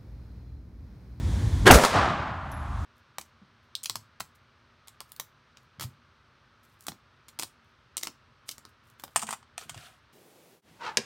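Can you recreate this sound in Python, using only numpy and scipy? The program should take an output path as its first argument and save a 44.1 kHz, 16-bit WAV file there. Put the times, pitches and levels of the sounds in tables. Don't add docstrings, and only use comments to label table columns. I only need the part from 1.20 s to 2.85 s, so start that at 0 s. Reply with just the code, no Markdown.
import sys
import numpy as np
from scipy import signal
from scipy.fft import rfft, irfft, next_fast_len
from scipy.io import wavfile
from scipy.ndimage import uniform_filter1d

SR = 44100
rng = np.random.default_rng(int(sys.argv[2]) if len(sys.argv) > 2 else 0)


def materialize(psi):
    bounded = np.clip(np.atleast_2d(psi).T, -1, 1)
    quanta = np.round(bounded * 32767).astype(np.int16)
    wavfile.write(sys.argv[1], SR, quanta)


N = 72765
T = np.arange(N) / SR
SIZE = next_fast_len(N + 4096)
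HZ = np.fft.rfftfreq(SIZE, 1 / SR)


def amp(db):
    return 10 ** (np.asarray(db) / 20)


def unit(x):
    return x / np.sqrt(np.mean(x ** 2) + 1e-20)


def read(points, hz):
    f, value = np.transpose(points)
    return np.interp(np.log(hz + 1), np.log(f), value)


def noise(colour_db, grain_db=0):
    sizes = amp(grain_db * np.minimum(rng.exponential(1, SIZE), 4))
    reflections = rng.choice([-1., 1.], SIZE) * sizes
    return unit(irfft(rfft(reflections) * amp(colour_db), SIZE))


def strike(start, rise, t60):
    age = T - start
    decay = amp(-60 * np.maximum(age - rise, 0) / t60)
    return np.clip(age / rise, 0, 1) * decay


def flutter(depth_db, order):
    smooth = uniform_filter1d(uniform_filter1d(rng.standard_normal(N), order), order)
    return amp(depth_db * unit(smooth))


def burst(event, colour_db, decay, grain_db):
    start, rise, db, t60 = event
    spectrum = rfft(noise(colour_db, grain_db))
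    out = np.zeros(N)
    centres = np.geomspace(60, 15000, 12)
    for hz, pick in zip(centres, np.eye(len(centres))):
        weight = read(np.c_[centres, pick], HZ)
        band = irfft(spectrum * weight, SIZE)[:N]
        out += band * strike(start, rise, t60 * read(decay, hz))
    return amp(db) * out


# (time [s], rise [s], level [dB], t60 [s])
LEAD_EVENT = (.454, 0.0082, 2.5, 0.28)
BLAST_EVENT = (.4642, 0.0034, 15.8, 0.21)
BOOM_EVENT = (.5, 0.008, 18.2, 0.053)
CRACK_EVENT = (.5104, 0.00053, 12.6, 0.38)
# (frequency [Hz], density [dB per Hz])
BLAST_SPECTRUM = [(60, -23.5), (130, -6), (200, -4.5), (270, -12), (365, 6), (480, -7.5), (774, -8.5),
                  (1050, -3.5), (1430, -4), (1710, -4), (2660, -17), (3240, -10.5), (3870, -18),
                  (8550, -24.5), (15500, -37)]
BOOM_SPECTRUM = [(60, 5), (200, 0), (450, -17), (730, 4.5), (1100, -6), (1700, -3), (3000, -7.5),
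                 (3900, -19.5), (8000, -56), (15000, -55.5)]
CRACK_SPECTRUM = [(60, -2), (150, -1), (258, -3.5), (362, -19), (450, -5), (600, -2), (790, -12),
                  (1310, -7), (3050, -22), (4750, -22), (5870, -18), (9000, -22.5), (15500, -25)]
# (frequency [Hz], factor [1])
BOOTH_RING = [(80, 0.53), (250, 1.08), (600, 1.5), (1200, 1.2), (3000, 0.92), (8000, 0.84), (15000, 0.55)]
# (frequency [Hz], boost [dB])
BOOTH_RESONANCES = [(253, 7), (333, 7), (409, 6.5), (531, 5.5), (731, 4), (975, 6), (1366, 6), (1545, -11),
                    (1624, 5.5), (1730, 2), (2202, 5), (2634, 8), (2804, 7.5), (2914, 1)]
MODE_WIDTH_HZ = 24


def shot():
    booth_db = sum(db / (1 + ((HZ - hz) / (MODE_WIDTH_HZ / 2)) ** 2) for hz, db in BOOTH_RESONANCES)
    parts = [
        (LEAD_EVENT, BLAST_SPECTRUM),
        (BLAST_EVENT, BLAST_SPECTRUM),
        (BOOM_EVENT, BOOM_SPECTRUM),
        (CRACK_EVENT, CRACK_SPECTRUM),
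    ]
    bursts = sum(burst(event, read(colour, HZ) + booth_db, BOOTH_RING, grain_db=3.5)
                 for event, colour in parts)
    return flutter(depth_db=1.5, order=80) * bursts


# (time of the middle of the wave [s], frequency [Hz], half length to 1/e [s], level [dB])
PRESSURE_WAVES = [(.469, 111.6, 0.01, 8), (.5325, 95, 0.0035, 14.5), (0.545, 62, 0.01, 8),
                  (0.563, 61.6, 0.013, 13)]


def thumps():
    out = np.zeros(N)
    for centre, hz, half, db in PRESSURE_WAVES:
        offset = T - centre
        out -= amp(db) * np.sin(2 * np.pi * hz * offset) * np.exp(-(offset / half) ** 2)
    return out


# (time [s], level [dB], t60 [s], tilt [dB per octave])
SLAP_RETURNS = [(0.4773, 8, 0.025, 2), (0.5107, 11, 0.048, 7), (0.5405, 5.5, 0.15, 4),
                (0.6363, -1, 0.073, 1.5), (0.637, 10, 0.034, -2), (0.6488, 8, 0.033, 1.5),
                (0.658, -2.5, 0.17, 0.5)]
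# (frequency [Hz], density [dB per Hz])
SLAP_SPECTRUM = [(100, -16), (200, -20), (700, -7), (1100, 7), (1400, -7.5), (2200, -9), (2900, -17),
                 (3600, -10), (6900, -18), (10000, -21.5), (15500, -33.5)]


def slaps():
    octaves = np.log2((HZ + 1) / 1000)
    out = np.zeros(N)
    for start, db, t60, tilt in SLAP_RETURNS:
        colour_db = read(SLAP_SPECTRUM, HZ) + tilt * octaves
        reflections = noise(colour_db, grain_db=1.5)[:N]
        out += amp(db) * reflections * strike(start, rise=.0003, t60=t60)
    return out


# (time [s], rise [s], level [dB], t60 [s])
HALL_EVENT = (0.5289, 0.1042, -5, 1.61)
FAR_EVENT = (0.7195, 0.03, 2.2, 1.233)
# (frequency [Hz], density [dB per Hz])
HALL_SPECTRUM = [(60, -11), (200, -2), (400, -6), (650, -2.5), (1100, -1.5), (1600, -4), (2400, -9),
                 (5000, -12), (9000, -15.5), (15000, -31.5)]
FAR_SPECTRUM = [(30, -47), (55, -6), (87, -1), (165, -6), (329, -8), (483, -11), (658, -3.5), (876, -5.5),
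                (1170, -3.5), (1750, -11), (2100, -15.5), (3500, -21.5), (5640, -29), (9000, -42.5),
                (15000, -67)]
# (frequency [Hz], factor [1])
HALL_RING = [(60, 2.14), (200, 1.34), (400, 0.73), (1000, 1.34), (1600, 1.04), (2600, 0.99), (5000, 0.64),
             (9000, 0.39), (15000, 0.28)]


def hall():
    near = burst(HALL_EVENT, read(HALL_SPECTRUM, HZ), HALL_RING, grain_db=3)
    far = burst(FAR_EVENT, read(FAR_SPECTRUM, HZ), HALL_RING, grain_db=1.5)
    return (near + far) * flutter(depth_db=0.87, order=200)


# (frequency [Hz], density [dB per Hz])
TICK_SPECTRUM = [(2000, -30), (4500, -6), (5700, 8), (7500, -7.5), (9000, -3), (12000, 5.5), (15500, -9)]
# (frequency [Hz], level against RING_DB [dB], t60 [s])
CASE_RING = [(10950, -3, .28), (10985, -6, .34), (11064, 0, .42), (11098, -2, .32)]
CASE_S = 1.3155
TICK_DB, TICK_T60_S, RING_DB = -31, 0.062, -38


def spent_case():
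    tick = noise(read(TICK_SPECTRUM, HZ))[:N] * strike(CASE_S, rise=0.0016, t60=TICK_T60_S)
    ring = np.zeros(N)
    for hz, db, t60 in CASE_RING:
        tone = np.sin(2 * np.pi * (hz * T + rng.random()))
        ring += amp(db) * tone * strike(CASE_S, rise=0.007, t60=t60)
    return amp(TICK_DB) * tick + amp(RING_DB) * ring


# (frequency [Hz], density [dB per Hz])
VENT_SPECTRUM = [(15, -47), (28, -33), (50, 2), (108, 0), (168, -14.5), (260, -16), (420, -30), (760, -36),
                 (950, -32), (1280, -39), (1870, -37.5), (2800, -46), (3400, -39), (4500, -44), (6500, -45),
                 (9700, -50.5), (12000, -58.5), (15500, -63)]
VENT_DB = -23.5


def ventilation():
    return amp(VENT_DB) * noise(read(VENT_SPECTRUM, HZ))[:N]


def scene():
    mono = shot() + thumps() + slaps() + hall() + spent_case() + ventilation()
    return np.tile(mono, (2, 1))


DUCK_FROM_DB, DUCK_MAX_DB, RECOVER_DB_PER_S = -35.5, 21.5, 28.5
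EDGE_HZ = 15800


def record(dry):
    highpass = signal.butter(2, 400, "high", fs=SR, output="sos")
    sensed = signal.sosfilt(highpass, dry[0])
    level_db = 10 * np.log10(abs(uniform_filter1d(sensed ** 2, size=120)) + 1e-12)
    wanted_db = np.clip(level_db - DUCK_FROM_DB, 0, DUCK_MAX_DB)
    recovery = RECOVER_DB_PER_S * T
    duck_db = np.maximum.accumulate(wanted_db + recovery) - recovery
    ducked = dry * amp(-uniform_filter1d(duck_db, size=40))
    overloaded = ducked / (1 + ducked ** 6) ** (1 / 6)
    lowpass = signal.firwin(511, EDGE_HZ, window=("kaiser", 9), fs=SR)
    return signal.oaconvolve(overloaded, lowpass[None], "same")


dry = scene()
out = record(dry)
materialize(out)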